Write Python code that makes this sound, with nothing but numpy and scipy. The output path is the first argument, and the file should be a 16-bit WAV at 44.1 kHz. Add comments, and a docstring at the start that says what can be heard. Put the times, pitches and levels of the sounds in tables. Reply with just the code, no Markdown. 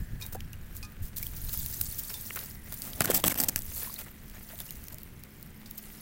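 """A farm track in deep wet mud, heard from a camera in a plastic housing carried by a cyclist.
From the start air rumbles on the microphone, easing as the bike slows, over low rolling, a drone and a whirr.
The tyres crackle in clumps of tiny bursts over slush; dry snaps, squelches, ringing clinks and bubbles join in.
Halfway, brambles from the hedge brush, slap and scrape the housing: filtered noise, pops and ringing modes."""
import sys
import numpy as np
from scipy import signal
from scipy.fft import rfft, irfft, next_fast_len
from scipy.io import wavfile
from scipy.ndimage import map_coordinates

SR = 44100
rng = np.random.default_rng(int(sys.argv[2]) if len(sys.argv) > 2 else 0)


def wrap_up_sound(samples):
    """Save the sound to the file named by the first command line argument, as 16-bit audio."""
    columns = np.atleast_2d(samples).T
    # keep every value between -1 and 1, then stretch to whole-number steps
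    tamed = np.clip(columns, -1, 1)
    steps = np.round(tamed * 32767).astype(np.int16)
    wavfile.write(sys.argv[1], SR, steps)


N = 265041  # length in samples, about 6 s

# how hard the tread tears at the mud: start_s, relative crackle level_db
BITE = [(0, -57.5), (.56, -63), (.77, -53.5), (.95, -61), (1.12, -59.5), (1.53, -37.5), (2.44, -43),
        (2.61, -56), (2.72, -46.5), (3.63, -49), (3.78, -36.5), (4.0, -46.5), (4.12, -58), (4.66, -47.5),
        (5.13, -60), (5.35, -57), (5.56, -60), (5.85, -50.5)]
# spectrum of fine wet crackle: frequency_hz, relative level_db
CRACKLE = [(1200, -27), (2500, -22.5), (4000, -13.5), (6300, -9.5), (9000, -8), (12000, -5.5),
           (13500, -1.5), (15600, 1)]
# spectrum of the duller slush: frequency_hz, relative level_db
SLUSH = [(250, -2.5), (450, 2.5), (750, 1), (1100, 0.5), (1700, 3), (2800, -0.5), (4000, -6), (7000, -13)]
USUAL_BITE_DB = -48  # value of BITE in ordinary rolling


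def amp(db):
    """Decibels to amplitude gain."""
    return 10 ** (np.asarray(db) / 20)


def unit(x):
    """Scale to rms 1."""
    return x / np.sqrt(np.mean(x ** 2) + 1e-20)


def curves(rows):
    """One value per sample for each column after the time, joined by straight lines."""
    s, *columns = np.transpose(rows)
    return [np.interp(np.arange(N) / SR, s, column) for column in columns]


def wobble(rate):
    """A smooth random curve around zero, rate knots a second."""
    knots = rng.standard_normal(int(N * rate / SR) + 4)
    return map_coordinates(knots, [np.arange(N) * rate / SR])


def add(track, s, sound):
    """Mix a sound into a track at time s, cut off at the end of the track."""
    part = track[max(round(s * SR), 0):][:len(sound)]
    part += sound[:len(part)]


def colour(x, points, size=16384):
    """Minimum-phase filter through (Hz, dB) points that keeps the power of white noise."""
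    hz, db = np.transpose(points)
    log_hz = np.log(np.fft.rfftfreq(size, 1 / SR) + 1)
    gain = unit(amp(np.interp(log_hz, np.log(hz), db, left=db[0] - 10)))
    # folding the cepstrum onto positive time makes the filter causal
    cepstrum = irfft(np.log(gain))
    cepstrum[1:size // 2] *= 2
    cepstrum[size // 2 + 1:] = 0
    impulse = irfft(np.exp(rfft(cepstrum)))
    return signal.fftconvolve(x, impulse)[:N]


def grains(rate, spread_db, life):
    """Noise bursts of very unequal size at random moments, rate a second, dying over life seconds; rms 1."""
    size = amp(spread_db * np.minimum(rng.exponential(size=N), 4))
    power = (rng.random(N) < rate / SR) * size ** 2
    envelope = np.sqrt(signal.lfilter([1], [1, -np.exp(-2 / (life * SR))], power))
    return unit(envelope * rng.standard_normal(N))


def pops(rate, hz, octaves, cycles, spread_db, size=256):
    """Tiny damped waves burst at random moments, rate a second, each at its own pitch; rms 1."""
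    count = int(rate * N / SR)
    when, strength, pitch = rng.random((count, 3)).T
    f = np.clip(hz * 2 ** (octaves * (2 * pitch - 1)), 100, SR * .45)[:, None]
    turns = f * np.arange(size) / SR
    waves = np.sin(2 * np.pi * turns) * np.exp(-turns / cycles) * f / hz  # higher ones start stronger
    gain = amp(spread_db * np.minimum(-np.log(1 - strength), 3.5))[:, None]
    at = (when * N).astype(int)[:, None] + np.arange(size)
    return unit(np.bincount(at.ravel(), (gain * waves).ravel(), N + size)[:N])


def cracks(times, levels, t60):
    """A dying noise burst at each time, with the energy of white noise that starts at its level."""
    track, t = np.zeros(N), np.arange(SR // 20) / SR
    fade = amp(-60 * t / t60)
    for s, db in zip(times, levels):
        burst = fade * rng.standard_normal(len(t))
        add(track, s, amp(db) * burst * np.linalg.norm(fade) / np.linalg.norm(burst))
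    return track


def strokes(times, lengths, levels, rise, release):
    """Envelope of rubbing strokes: each grips, holds and lets go; rise and release in seconds."""
    track, t = np.zeros(N), np.arange(SR // 3) / SR
    for s, length, db, up, down in np.broadcast(times, lengths, levels, rise, release):
        grip = 1 - np.exp(-t / up)
        let_go = np.exp(-np.maximum(t - length, 0) / down)
        add(track, s, amp(db) * grip * let_go)
    return track


def ring(hz, t60, attack, glide=0):
    """A damped sine whose pitch may rise as it dies, by the share glide."""
    t = np.arange(SR // 3) / SR
    phase = np.cumsum(hz * (1 + glide * np.minimum(t / t60, 1))) / SR
    return np.sin(2 * np.pi * phase) * amp(-60 * t / t60) * (1 - np.exp(-t / attack))


def narrow(hz, width_hz):
    """A fuzzy tone of rms 1 that follows a pitch curve: slow noise times a sine."""
    slopes = [(2, 0), (width_hz, 0), (4 * width_hz, -12), (16 * width_hz, -36), (64 * width_hz, -70)]
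    drift = colour(rng.standard_normal(N), slopes)
    return unit(drift * np.sin(2 * np.pi * np.cumsum(hz * np.ones(N)) / SR))


def air():
    """Lumpy buffeting with a few puffs, the low rumble of rolling, a faint drone and a drifting whirr."""
    # air on the microphone eases as the bike slows: start_s, level_db before the lumps
    wind = [(0, -44.5), (.7, -40.5), (.87, -46), (1.25, -41.5), (1.85, -42), (2.15, -49), (2.65, -48),
            (3.9, -50), (4.6, -50), (5.2, -51.5), (6, -54)]
    # single puffs of air: peak_s, level_db
    gusts = [(.01, -29.5), (.14, -32.5), (1.03, -34), (3.28, -38), (4.94, -44.5)]
    # spectra of buffeting and of rolling: frequency_hz, relative level_db
    buffet_spectrum = [(12, 4.5), (28, 6), (45, -1), (70, 0.5), (95, 0.5), (130, -6), (200, -13),
                       (320, -27), (700, -52.5)]
    roll_spectrum = [(50, 0), (100, -7.5), (160, 1), (185, -3.5), (220, -4), (290, -8.5), (420, -15),
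                     (650, -25.5), (1500, -51)]
    # a faint airy band: start_s, pitch_hz, rms level_db
    whirr_path = [(0, 1750, -62.5), (.6, 1620, -64.5), (1.4, 1620, -69.5), (2.6, 1950, -64),
                  (4.2, 2000, -70), (5.3, 2130, -69.5), (6, 2000, -69)]
    # a low drone: start_s, level_db
    hum = [(0, -57), (1.6, -64), (2.5, -56.5), (4.2, -56), (5.1, -64.5), (5.4, -54), (6, -54)]
    gust_width_s = 0.019  # standard deviation of a puff

    buffet_db, = curves(wind)
    t = np.arange(N) / SR
    puffs = sum(amp(db) * np.exp(-.5 * ((t - s) / gust_width_s) ** 2) for s, db in gusts)
    push = np.hypot(amp(buffet_db + 2.6 * wobble(13)), puffs)
    buffet = push * colour(rng.standard_normal(N), buffet_spectrum)
    roll = amp(-54 + 0.79 * wobble(5.1)) * colour(rng.standard_normal(N), roll_spectrum)

    whirr_hz, whirr_db = curves(whirr_path)
    whirr = amp(whirr_db) * narrow(whirr_hz, width_hz=95)
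    hum_db, = curves(hum)
    wavering = np.sin(2 * np.pi * np.cumsum(213 + 2.55 * wobble(9)) / SR)
    drone = 0.11 * narrow(hz=211.8, width_hz=3.1) + wavering
    return buffet + roll + whirr + amp(hum_db) * drone


def tyres():
    """Wet mud tears from the tread in clumps of fine crackle and tiny droplets over a duller slush."""
    usual_slush_db, slush_follows = -59.5, 0.17  # relative level; dB gained for each dB of crackle
    crackle_db, = curves(BITE)
    slush_db = usual_slush_db + slush_follows * (crackle_db - USUAL_BITE_DB)
    clumps = amp(2.5 * wobble(70))
    films = pops(rate=1000, hz=7000, octaves=1.2, cycles=2.5, spread_db=4)
    droplets = pops(rate=260, hz=7000, octaves=1.1, cycles=14, spread_db=3, size=768)
    steady = amp(-2.5) * rng.standard_normal(N)
    fizz = steady + clumps * (amp(-4.5) * films + amp(-5) * droplets)
    crackle = colour(fizz * amp(crackle_db + 2.0), CRACKLE)
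    wet_grains = grains(rate=170, spread_db=4.5, life=0.0035)
    wet = amp(0.5) * rng.standard_normal(N) + amp(-3.5) * wet_grains
    return crackle + colour(wet * amp(slush_db), SLUSH)


def small_ticks():
    """Lesser snaps at random, louder where the tread bites harder: start_s, level_db, low part relative_db."""
    per_s = 6.3
    usual_db, follows = -34.5, 1  # level at the usual bite; dB gained for each dB of bite
    chance = rng.random((int(per_s * N / SR), 3))
    s = chance[:, 0] * N / SR
    size, fullness = 2 * chance[:, 1:].T - 1
    bite_db = np.interp(s, *np.transpose(BITE)) - USUAL_BITE_DB
    level_db = usual_db + follows * bite_db - 1.5 * size
    low_db = -16.5 + 12 * fullness
    return np.transpose([s, level_db, low_db])


def ticks():
    """Single dry snaps of sticky mud and ticks of the bike: short noise bursts, some thin and some fuller."""
    # the loudest snaps and ticks: start_s, level_db, low part relative_db
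    loud_ticks = [(.2645, -23.5, -20), (.406, -39, 7.5), (.5319, -27.5, -14), (.767, -25, -37),
                  (1.1693, -27, -11.5), (1.2284, -18, -23), (1.233, -20, -36), (1.268, -21, -30),
                  (1.494, -25.5, -8.5), (1.5772, -36, -30), (1.6615, -20.5, -9.5), (1.743, -20, -31),
                  (2.141, -18, -13.5), (2.3595, -33, -9), (2.391, -24.5, -5), (2.7245, -21.5, -21),
                  (2.7418, -22, -30), (2.8202, -16.5, -17), (2.933, -29.5, -1.5), (3.6207, -23, -30),
                  (3.6646, -33, -35), (3.9412, -21, -31), (3.9898, -22.5, -16), (4.2987, -32, -25),
                  (4.5894, -30, -6), (4.603, -21, -10), (4.7075, -21, -35), (4.84, -28, -34),
                  (4.8836, -22.5, -18), (4.9445, -26.5, -35), (4.9843, -29.5, -11), (5.033, -29, -20),
                  (5.2366, -27.5, -36), (5.428, -28, -26), (5.711, -23.5, -21), (5.7812, -23, -25)]
    # spectrum of the low part: frequency_hz, relative level_db
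    snap_spectrum = [(700, -46), (1500, -16), (3000, -3), (4500, 0.5), (7500, -13)]

    s, db, low_db = np.vstack([loud_ticks, small_ticks()]).T
    bright = colour(cracks(s, db, t60=0.0057), CRACKLE)
    full = colour(cracks(s, db + low_db, t60=0.0081), snap_spectrum)
    return bright + amp(-1.5) * full


def squelches():
    """Pockets of mud give way with a spit of spray and a gurgle; the longer ones swell and fade more softly."""
    # mud squeezed from under the tread: start_s, length_s, spray level_db, slush level_db
    squeezes = [(0.198, 0.081, -45, -66.5), (.323, 0.012, -36.5, -57), (0.344, 0.012, -38.5, -58.5),
                (0.747, 0.037, -44.5, -79), (1.018, 0.059, -44, -71), (1.161, 0.025, -31, -70),
                (1.193, 0.086, -41, -73), (1.361, 0.016, -36, -75), (1.527, 0.023, -29, -59.5),
                (1.811, 0.0037, -14, -61), (1.982, 0.016, -30, -62), (2.098, 0.018, -41, -56),
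                (2.307, 0.0012, -46, -36.5), (2.359, 0.0038, -25, -45.5), (2.364, 0.013, -40, -47.5),
                (2.383, 0.054, -45, -57.5), (2.72, 0.013, -38, -54.5), (2.818, 0.066, -39, -59),
                (3.765, 0.095, -43.5, -58.5), (3.825, 0.0055, -45, -51.5), (3.979, 0.036, -37.5, -54.5),
                (4.06, 0.025, -51, -58.5), (4.338, .037, -54, -62.5), (4.495, 0.036, -46, -62.5),
                (4.595, 0.02, -38, -61), (4.922, 0.01, -42, -57), (5.777, .01, -35, -81)]
    s, length, spray_db, slush_db = np.transpose(squeezes)

    def squeeze(levels):
        """Envelope whose rise and release are shares of each squelch's length."""
        return strokes(s, length, levels, 0.063 * length, 0.27 * length)

    gurgle = pops(rate=1500, hz=1400, octaves=1.7, cycles=1.5, spread_db=1.5)
    spit = squeeze(spray_db) * grains(rate=2200, spread_db=2.5, life=.0005)
    return colour(spit, CRACKLE) + colour(squeeze(slush_db) * gurgle, SLUSH)


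def clinks():
    """Loose metal parts of the bike knock: one clear ring, weaker damped modes and a jangle of noise."""
    # knocks: start_s, relative level_db, clearest ring pitch_hz, its t60_s
    knocks = [(0.212, -44, 2450, 0.14), (0.222, -39, 3780, 0.13), (0.828, -43, 2490, 0.14),
              (0.833, -53, 1230, 0.4), (0.848, -48, 6000, 0.052), (2.095, -43, 5300, 0.087),
              (2.142, -41.5, 3550, .12), (5.659, -48.5, 3820, 0.032)]
    # weaker modes: pitch_hz, relative level_db, t60_s
    metal = [(850, -12, 0.18), (1000, -15.5, .25), (2395, -12, 0.15), (3700, -13, 0.15), (4270, -9, 0.093),
             (5630, -9, 0.12), (6100, -19, 0.1), (6660, -20, 0.11), (7300, -20, .15)]
    # spectrum of the chatter of loose parts: frequency_hz, relative level_db
    jangle_spectrum = [(700, -9), (2000, -18), (3200, -12), (4900, 4), (6400, -5), (9000, -7), (15000, -7)]

    track = np.zeros(N)
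    for s, db, clear_hz, clear_t60 in knocks:
        modes = 0
        for hz, level, t60 in metal:
            # each knock excites and tunes the modes a little differently
            gain = amp(level + rng.normal(0, 1.3))
            modes = modes + gain * ring(hz * (1 + rng.normal(0, 0.0173)), t60, attack=.0003)
        clear = ring(clear_hz, clear_t60, attack=0.00026)
        add(track, s, amp(db) * (amp(0.5) * clear + amp(-3.5) * modes))
    s, db = np.transpose(knocks)[:2]
    jangle = colour(cracks(s, db, t60=0.059), jangle_spectrum)
    return track + amp(3.5) * jangle


def bubbles():
    """Each air pocket rings briefly, rising in pitch as it opens; its soft wall makes the ring waver."""
    # air pockets that burst: start_s, pitch_hz, level_db before the waver, t60_s
    pockets = [(0.349, 740, -32.5, 0.069), (0.353, 490, -30, 0.03), (0.347, 1330, -39, .025),
               (0.533, 2660, -35.5, 0.026), (1.229, 2230, -30, 0.023), (1.265, 3140, -30.5, 0.017),
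               (2.304, 2740, -21.5, 0.011), (3.872, 990, -30.5, 0.026), (3.896, 1040, -34.5, 0.027),
               (3.961, 3980, -28.5, 0.032), (4.533, 638, -39, 0.044), (4.604, 684, -36.5, 0.02),
               (4.603, 3330, -35, 0.033), (4.690, 2790, -37.5, 0.022), (4.936, 606, -44.5, 0.069)]
    track = np.zeros(N)
    for s, hz, db, t60 in pockets:
        add(track, s, amp(db) * ring(hz, t60, attack=.0015, glide=.22))
    return track * (.8 + .5 * wobble(600))


def brambles():
    """Leaves brush, thorns snap and stems stick and slip on the housing; it hisses, rasps, thuds and rings."""
    # leaves press on the mount: start_s, thud level_db
    brush = [(2.8, -56), (2.86, -51), (2.96, -53), (3.0, -42), (3.11, -37.5), (3.2, -37), (3.225, -61),
             (3.25, -31), (3.35, -55.5), (3.41, -38), (3.48, -45), (3.62, -67)]
    # thorns hit the housing: start_s, level_db, rasp relative_db
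    thorns = [(3.0064, -8, -4.5), (3.019, -28.5, 10.5), (3.048, -28, 4), (3.0565, -21, 4.5),
              (3.107, -10.5, -27), (3.1485, -8, -16), (3.2013, -25, -12), (3.138, -22, -14),
              (3.2407, -7.5, -17), (3.2482, -17, -8), (3.2596, -10, -35), (3.2809, 2, -18),
              (3.3432, -28, -2), (3.4014, -4, -21), (3.4054, -8.5, -14), (3.429, -19, -24),
              (3.4369, -7.5, -40), (3.4865, -18, -25), (3.495, -14.5, -10.5), (3.5602, -7.5, -9.5),
              (3.5909, -21, -30)]
    # stems drag over the housing: start_s, length_s, hiss level_db, rasp level_db
    scrapes = [(3.005, .0035, -43, -23.5), (3.009, 0.018, -40, -41.5), (3.04, 0.0054, -25, -40),
               (3.065, 0.038, -57, -40), (3.1, 0.017, -26, -34), (3.12, 0.031, -37.5, -46),
               (3.142, 0.036, -21.5, -40), (3.238, 0.0024, -38, -22), (3.245, 0.0057, -31, -31),
               (3.262, 0.019, -23.5, -38), (3.296, 0.029, -27.5, -35), (3.353, 0.0099, -33, -40),
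               (3.374, 0.045, -30.5, -43.5), (3.434, 0.0097, -26, -46), (3.484, 0.0053, -16, -36.5),
               (3.563, 0.024, -37, -50)]
    # stiff stems flex against the mount and sound briefly: start_s, pitch_hz, level_db, t60_s
    flexes = [(3.011, 203, -18.5, 0.02), (3.046, 1470, -21.5, 0.02), (3.089, 370, -30, 0.13),
              (3.100, 500, -9.5, 0.016), (3.311, 2200, -24, 0.022)]
    # the housing rings: pitch_hz, relative level_db, t60_s
    shell_modes = [(1570, -11, 0.02), (7700, -11, 0.018), (12600, -9.5, 0.058), (13900, -16, 0.017)]
    # spectra of the housing's hiss, rasp and thud: frequency_hz, relative level_db
    hiss_spectrum = [(1800, -33), (3000, -20), (5500, -5.5), (7300, -6.5), (7900, 2), (8500, -2),
                     (9300, -4), (11200, -1), (12000, 2), (13500, 4), (15800, 4)]
    rasp_spectrum = [(500, -18), (800, -12), (1100, -3), (1450, -2.5), (1750, 0), (2100, -3.5),
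                     (2900, -3.5), (4500, -1.5)]
    thud_spectrum = [(40, -48), (90, -2), (160, -1), (230, -0.5), (295, -1), (350, -6), (400, -9),
                     (450, -8.5), (620, -6.5), (730, -7), (850, -9.5), (1200, -23)]

    hit, db, rasp_rel = np.transpose(thorns)
    s, length, hiss_db, rasp_db = np.transpose(scrapes)
    # silent before and after the brush
    leaves = amp(np.interp(np.arange(N) / SR, *np.transpose(brush), left=-np.inf, right=-np.inf))
    slips = unit(amp(2.2 * wobble(450)))

    def rub(levels, leaf_db):
        """Stick-slip envelope of stems and leaves, their powers summed."""
        stems = strokes(s, length, levels, rise=.001, release=.002)
        return slips * np.hypot(stems, amp(leaf_db) * leaves)

    fine = pops(rate=6000, hz=7000, octaves=1.3, cycles=2.5, spread_db=3, size=96)
    coarse = pops(rate=1500, hz=1700, octaves=1.1, cycles=3, spread_db=2)
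    # leaf hiss and rasp are set relative to the leaf thud
    hiss = rub(hiss_db, leaf_db=-5) * fine + amp(3) * cracks(hit, db, t60=.004)
    rasp = rub(rasp_db, leaf_db=-11) * coarse + cracks(hit, db + rasp_rel + 3.5, t60=0.0075)
    thud = rub(rasp_db - 1.5, leaf_db=0) * rng.standard_normal(N)

    rings = np.zeros(N)
    for when, blow_db in zip(hit, db):
        add(thud, when, [amp(blow_db - 2)])  # one short push on the mount
        modes = 0
        for hz, level, t60 in shell_modes:
            modes = modes + amp(level + rng.normal(0, 4.6)) * ring(hz, t60, attack=.0004)
        add(rings, when, amp(blow_db - 22) * modes)
    for when, hz, flex_db, t60 in flexes:
        add(rings, when, amp(flex_db) * ring(hz, t60, attack=0.00077))
    shell = colour(hiss, hiss_spectrum) + colour(rasp, rasp_spectrum) + colour(thud, thud_spectrum)
    return rings + shell


def scene():
    """Everything is close to the microphone and in the open, with no echo; one channel."""
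    mix = air() + tyres() + ticks() + squelches() + clinks() + bubbles() + brambles()
    return mix[None]


def record(dry):
    """The camera rounds off the highest peaks and keeps nothing above its band limit."""
    ceiling, top_hz = .33, 15850  # ceiling as a share of full scale
    rounded = dry / (1 + np.abs(dry / ceiling) ** 4) ** (1 / 4)
    size = next_fast_len(N + SR // 2)
    in_band = np.fft.rfftfreq(size, 1 / SR) < top_hz
    return irfft(rfft(rounded, size) * in_band, size)[..., :N]


dry = scene()
out = record(dry)
wrap_up_sound(out)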